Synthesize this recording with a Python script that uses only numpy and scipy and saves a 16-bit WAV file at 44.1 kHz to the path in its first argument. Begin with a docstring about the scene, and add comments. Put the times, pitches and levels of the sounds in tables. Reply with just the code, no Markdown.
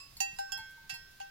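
"""Goats graze on an open hillside, heard in stereo from within the herd. A light breeze rumbles throughout.
First two far bells clank, a small one on the right and a faint one on the left; grass is torn and a deeper
bell joins from ahead. Then a sheet-metal bell close on the right is struck five times by its clapper,
ringing with its wall modes and a short hollow note of the air inside. Hooves thud softly between the
blows, and after the last one the clapper rebounds with a small clink."""
import sys
import numpy as np
from scipy import signal
from scipy.fft import rfft, irfft
from scipy.io import wavfile

SR = 44100
rng = np.random.default_rng(int(sys.argv[2]) if len(sys.argv) > 2 else 0)


def wav_out(sig):
    """Save sig, one row per channel (or a flat mono array), as 16-bit PCM at SR to the path in sys.argv[1]."""
    wavfile.write(sys.argv[1], SR, np.round(np.clip(np.atleast_2d(sig).T, -1, 1) * 32767).astype(np.int16))


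N = 57330
NEAR_LAG_S, AHEAD_LAG_S = 0.00063, -0.000079   # arrival at the left microphone after the right
ATTACK_S, AIR_ATTACK_S = 0.00018, 0.0026   # rise of the metal's ring and of the air note

# Spectrum of a clapper's clack on sheet metal. Each row: frequency in Hz, relative level in dB.
CLACK_SPECTRUM = [(700, -36), (1500, 6), (2900, 3), (4600, 9), (5800, -5.5), (7000, 10.5), (9000, -7.5),
                  (12000, -2), (16000, -19)]


def from_db(db):
    """Decibels to gain."""
    return 10 ** (np.asarray(db) / 20)


def unit_rms(x):
    """Scale to an rms of 1."""
    return x / np.sqrt(np.mean(x ** 2) + 1e-20)


def per_bin(points):
    """Read rows of frequency in Hz and value at every frequency bin."""
    hz, value = np.transpose(points)
    return np.interp(np.log(np.arange(N // 2 + 1) * SR / N + 1), np.log(hz), value)


def coloured(x, spectrum):
    """Shape a signal by a spectrum in dB; rms 1."""
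    return unit_rms(irfft(rfft(x) * from_db(per_bin(spectrum)), N))


def butter(x, hz, kind, order=2):
    """Butterworth low- or high-pass."""
    return signal.sosfilt(signal.butter(order, hz, kind, fs=SR, output="sos"), x)


def mic_times(lag_s=0):
    """Time at the left and right microphone; the sound reaches the left lag_s later."""
    return np.arange(N) / SR - np.array([[lag_s], [0]])


def pan(db):
    """Gains that put the left channel db above the right."""
    return from_db([[db], [0]])


def ring_down(t, starts, levels_db, t60, attack_s=ATTACK_S):
    """Envelope of a vibration whose energy is topped up by each strike and then dies away."""
    energy = 0
    for start, db in zip(starts, levels_db):
        age = np.maximum(t - start, 0)
        rise = np.minimum(age / attack_s, 1)
        energy += (from_db(db) * rise * np.exp(-np.log(1000) * age / t60)) ** 2
    return np.sqrt(energy)


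def mode(t, hz, starts, levels_db, t60, pan_db, attack_s=ATTACK_S):
    """One struck mode at both microphones."""
    envelope = ring_down(t, starts, levels_db, t60, attack_s)
    return pan(pan_db) * envelope * np.sin(2 * np.pi * (hz * t + rng.random()))


def contact_db(hz, cutoff_hz):
    """A soft contact loses the modes above its cut-off."""
    return -10 * np.log10(1 + (hz / cutoff_hz) ** 8)


def weak_modes(mean_spacing_hz=80):
    """The many faint partials of sheet metal, scattered in pitch, unequal at the two microphones."""
    present = rng.random(N // 2 + 1) < SR / N / mean_spacing_hz
    return coloured(irfft(present * rfft(rng.standard_normal((2, N))), N), CLACK_SPECTRUM)


def breeze(split_hz=420):
    """A low gusting rumble, much alike at both microphones, under a wide faint hiss."""
    # Open air. Each row: frequency in Hz, relative level in dB.
    spectrum = [(35, 1), (70, -2.5), (150, -7), (250, -18.5), (500, -23.5), (1200, -19.5), (3000, -18.5),
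                (4600, -17), (8500, -28.5), (12400, -25), (16000, -24.5)]
    # Each row: frequency in Hz, left-right correlation.
    likeness = [(120, 0.92), (300, 0.52), (800, 0.031), (4000, 0.016)]
    # Each row: time in seconds, relative level of the rumble in dB.
    gusts = [(0.0, -69), (0.136, -63), (.2, -62.5), (0.26, -69.5), (0.34, -65), (0.44, -69), (0.6, -60.5),
             (0.66, -69), (0.92, -66), (1.1, -66), (1.22, -70.5)]
    mid, side = rfft(rng.standard_normal((2, N)))
    alike = np.clip(per_bin(likeness), 0, 1)
    noise = irfft(np.sqrt(1 + alike) * mid + np.sqrt(1 - alike) * side * [[1], [-1]], N)
    air = coloured(noise, spectrum)
    swell = from_db(4 + np.interp(mic_times(), *np.transpose(gusts)))
    rumble = swell * pan(2.5) * butter(air, split_hz, "low")
    hiss = from_db(-58) * pan(-2) * butter(air, split_hz, "high")
    return rumble - hiss


def far_bell(modes, strikes, lag_s, air_t60, air_pan_db):
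    """A distant bell rings and clacks; its air note shifts as its mouth swings near the goat's neck."""
    t = mic_times(lag_s)
    starts, wall_db, cutoff_hz, air_db, air_hz = np.transpose(strikes)
    ring = sum(mode(t, hz, starts, wall_db + db + contact_db(hz, cutoff_hz), t60, pan_db)
               for hz, db, t60, pan_db in modes)
    hollow = sum(mode(t, hz, [start], [db], air_t60, air_pan_db, AIR_ATTACK_S)
                 for start, db, hz in zip(starts, air_db, air_hz))
    clack_hz = np.mean(CLACK_SPECTRUM, axis=0)[0]
    clack_db = wall_db - 60 + contact_db(clack_hz, cutoff_hz)
    return ring + hollow + pan(4) * weak_modes() * ring_down(t, starts, clack_db, t60=0.22)


def small_bell():
    """Far off on the right, two hard blows ring a small bell."""
    # Each row: wall mode in Hz, level in dB, t60 in seconds, pan in dB.
    modes = [(2678, -51.5, 0.49, -23), (4970, -58, 0.89, -9), (5010, -43, 0.39, -21),
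             (7617, -54.5, 0.32, -14), (8070, -60.5, 0.45, -6), (10830, -53.5, 0.38, -16)]
    # Each row: start in seconds, strength in dB, contact cut-off in Hz, air note in dB and in Hz.
    strikes = [(.001, -1, 18300, -62, 1030), (0.364, -7.5, 16100, -64, 1030)]
    return far_bell(modes, strikes, lag_s=0.000242, air_t60=0.13, air_pan_db=-2)


def left_bell():
    """Far off on the left, two soft blows ring a faint bell."""
    # Its one row: wall mode in Hz, level in dB, t60 in seconds, pan in dB.
    modes = [(2627, -60.5, 0.31, 11)]
    # Each row: start in seconds, strength in dB, contact cut-off in Hz, air note in dB and in Hz.
    strikes = [(.001, 2, 3950, -61, 1113), (0.491, -7.5, 3000, -64, 1122)]
    return far_bell(modes, strikes, AHEAD_LAG_S, air_t60=0.5, air_pan_db=3.8)


def hillside_echoes(bells):
    """The slope scatters a little of the bells' sound back to the microphones."""
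    scatter = rng.standard_normal((2, N)) * ring_down(mic_times(), [0.0075], [0], t60=0.93)
    return from_db(-22) * signal.fftconvolve(bells[1:], unit_rms(scatter) / np.sqrt(N), axes=1)[:, :N]


def torn_grass(snaps_per_s=4800, spread_db=5):
    """To the right, each pull of a muzzle is a short swell of tiny snapping blades."""
    # Each row: peak time in seconds, length in seconds, level in dB.
    tears = [(.13, .05, -62), (.178, .025, -62), (.352, .025, -62), (.712, .022, -61), (1.12, .018, -64),
             (1.165, .04, -64)]
    # Snapping blades. Each row: frequency in Hz, relative level in dB.
    spectrum = [(1000, -13), (2500, -21), (4500, -2), (9000, -3), (12500, 0), (16000, -10)]
    snapping = rng.random(N) < snaps_per_s / SR
    strength = from_db(spread_db * rng.standard_normal(N).clip(-2, 2))
    snaps = snapping * strength * rng.standard_normal((2, N))
    pull = sum(from_db(db) * np.exp(-2 * ((mic_times() - at) / length) ** 2) for at, length, db in tears)
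    return pan(-5.5) * pull * coloured(snaps, spectrum)


def deep_bell():
    """Some way ahead, a deeper bell takes a mix of hard and soft blows."""
    # Each row: wall mode in Hz, level in dB, t60 in seconds, pan in dB.
    modes = [(2174, -70, 0.71, 6.5), (4400, -46.5, 0.2, 1), (4420, -43.5, 0.1, -0.5), (5140, -57, .5, 3),
             (6753, -54, 0.1, 2), (7652, -56, 0.12, 6), (10170, -51.5, 0.14, -1.5), (12780, -47, 0.11, -4),
             (14800, -52, .09, 2.5)]
    # Each row: start in seconds, strength in dB, contact cut-off in Hz, air note in dB and in Hz.
    strikes = [(.168, -3, 15000, -66, 930), (0.208, -20, 1500, -55, 895), (0.575, -2.5, 18400, -52, 890),
               (0.585, 10, 2900, -45.5, 884), (0.775, 5, 1830, -58, 903), (.838, -18, 1800, -64, 894),
               (.94, -0.5, 13000, -56, 933)]
    return far_bell(modes, strikes, AHEAD_LAG_S, air_t60=0.17, air_pan_db=3.9)


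def near_bell(node_loss_db=21.5, width_hz=24, choke_s=0.0053):
    """Close on the right: where and how hard the clapper lands decides which wall modes ring."""
    # Pitches of the wall modes in Hz.
    pitches = [1557, 1884, 2691, 2862, 3275, 3967, 4570, 4657, 4718, 5283, 5900, 6013, 6258, 6979, 7106,
               7448, 7630, 8347, 8805, 9598, 9915, 10409, 11540, 12096, 12505, 13215, 13970, 15571]
    # Each row, one per pitch: level in dB when struck on the broad wall, the narrow wall and the rim,
    # t60 in seconds, pan in dB.
    modes = [(-63, -45, -42, 1.23, -2.5), (-46, -61, -60, 0.64, -5), (-29.5, -48, -56, 0.44, -8),
             (-43.5, -49.5, -45, 0.068, -6), (-53, -44, -76, 0.54, -10), (-40.5, -61, -45, 0.15, -19),
             (-66, -63, -64, 0.096, 9), (-31.5, -52, -61, 0.21, -15), (-42, -44.5, -45, 0.094, -12),
             (-32.5, -37.5, -42.5, 0.57, -16.5), (-28, -66, -66, 0.11, -22), (-38, -52, -57, 0.032, -22),
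             (-51, -71, -52, 0.09, -18), (-28, -64, -51, 0.19, -29), (-49, -35, -42.5, 0.076, -27),
             (-64, -69, -53, 0.4, -18), (-53.5, -61, -56.5, 0.34, -21), (-43, -66, -54.5, .13, -13),
             (-40, -55, -54, 0.096, -17), (-50, -61, -58, 0.14, -10), (-40.5, -51, -52, 0.1, -9),
             (-41.5, -54, -50, 0.15, -25), (-48, -55, -51, 0.076, -13), (-39.5, -48, -52, 0.11, -19),
             (-43, -58, -56, 0.14, -17), (-49, -75, -68, .08, -30), (-45, -62, -58, 0.13, -17),
             (-43, -68, -56, 0.11, -9.5)]
    # Each row: start in seconds, strength in dB on broad wall, narrow wall and rim, air note in dB,
    # contact cut-off in Hz, clack in dB, mode in Hz whose node is hit. The fourth blow lands twice.
    strikes = [(0.2039, 2.5, -21, -21.5, -26.5, 19000, -44, 5283),
               (.3870, -49, -24, 1, -28, 16000, -48, 3275), (0.52, -24, 5.5, -9, -35.5, 18000, -61, 3967),
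               (0.895, -18, -5, -7, -45, 18000, -45, 6979), (0.8972, -5, -36, 1, -46.5, 3670, -39.5, 1557),
               (1.201, -20.5, -13, -7, -35.5, 4100, -49.5, 3967)]
    # The clapper rests against the wall and chokes one mode until the next strike.
    # Each row: start in seconds, mode in Hz, loss in dB.
    chokes = [(0.573, 5283, 12), (0.969, 2691, 11.5)]
    t = mic_times(NEAR_LAG_S)
    starts, broad_db, narrow_db, rim_db, air_db, cutoff_hz, clack_db, node_hz = np.transpose(strikes)
    hollow = mode(t, hz=796, starts=starts, levels_db=air_db, t60=0.24, pan_db=4, attack_s=AIR_ATTACK_S)
    ring = 0
    for hz, (on_broad_db, on_narrow_db, on_rim_db, t60, pan_db) in zip(pitches, modes):
        places = from_db([broad_db + on_broad_db, narrow_db + on_narrow_db, rim_db + on_rim_db])
        struck_db = 20 * np.log10(np.linalg.norm(places, axis=0)) + contact_db(hz, cutoff_hz)
        missed_db = node_loss_db * np.exp(-((hz - node_hz) / width_hz) ** 2)
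        choked_db = 0
        for at, choked_hz, loss_db in chokes:
            resting = np.clip((t - at) / choke_s, 0, 1) * (t < starts[starts > at].min())
            choked_db += loss_db * resting * np.exp(-((hz - choked_hz) / width_hz) ** 2)
        ring += from_db(-choked_db) * mode(t, hz, starts, struck_db - missed_db, t60, pan_db)
    clack = weak_modes() * ring_down(t, starts, clack_db, t60=0.16)
    contact_noise = coloured(rng.standard_normal((2, N)), CLACK_SPECTRUM)
    crack = contact_noise * ring_down(t, starts, clack_db + 1.5, t60=0.016)
    return hollow + ring + pan(-10) * (clack + crack)


def hooves():
    """Hooves land on turf with dull thuds, in the centre."""
    # Each row: start in seconds, level in dB, pitch in Hz.
    thuds = [(0.329, -49, 170), (0.926, -44.5, 139.9)]
    return sum(mode(mic_times(), hz, [start], [db], t60=0.052, pan_db=0, attack_s=0.0059)
               for start, db, hz in thuds)


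def clapper_clink(start_s=1.2135):
    """The near bell's clapper rebounds with a short, light ring of its own."""
    # Each row: mode in Hz, level in dB, t60 in seconds.
    modes = [(2850, -44, 0.04), (2925, -45, 0.039), (3370, -55, .07), (6060, -55, 0.15), (6800, -52, 0.082)]
    return sum(mode(mic_times(NEAR_LAG_S), hz, [start_s], [db], t60, pan_db=-8) for hz, db, t60 in modes)


def scene():
    """Four bells in the open, radiating almost nothing below their air notes, amid the grazing."""
    metal = deep_bell() + left_bell() + small_bell() + near_bell() + clapper_clink()
    bells = butter(metal, 770, "high", order=6)
    return bells + hillside_echoes(bells) + torn_grass() + hooves() + breeze()


def record(dry):
    """The treble is cut steeply above 15.9 kHz."""
    return signal.sosfilt(signal.ellip(10, .1, 70, 15900, fs=SR, output="sos"), dry)


dry = scene()
out = record(dry)
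wav_out(out)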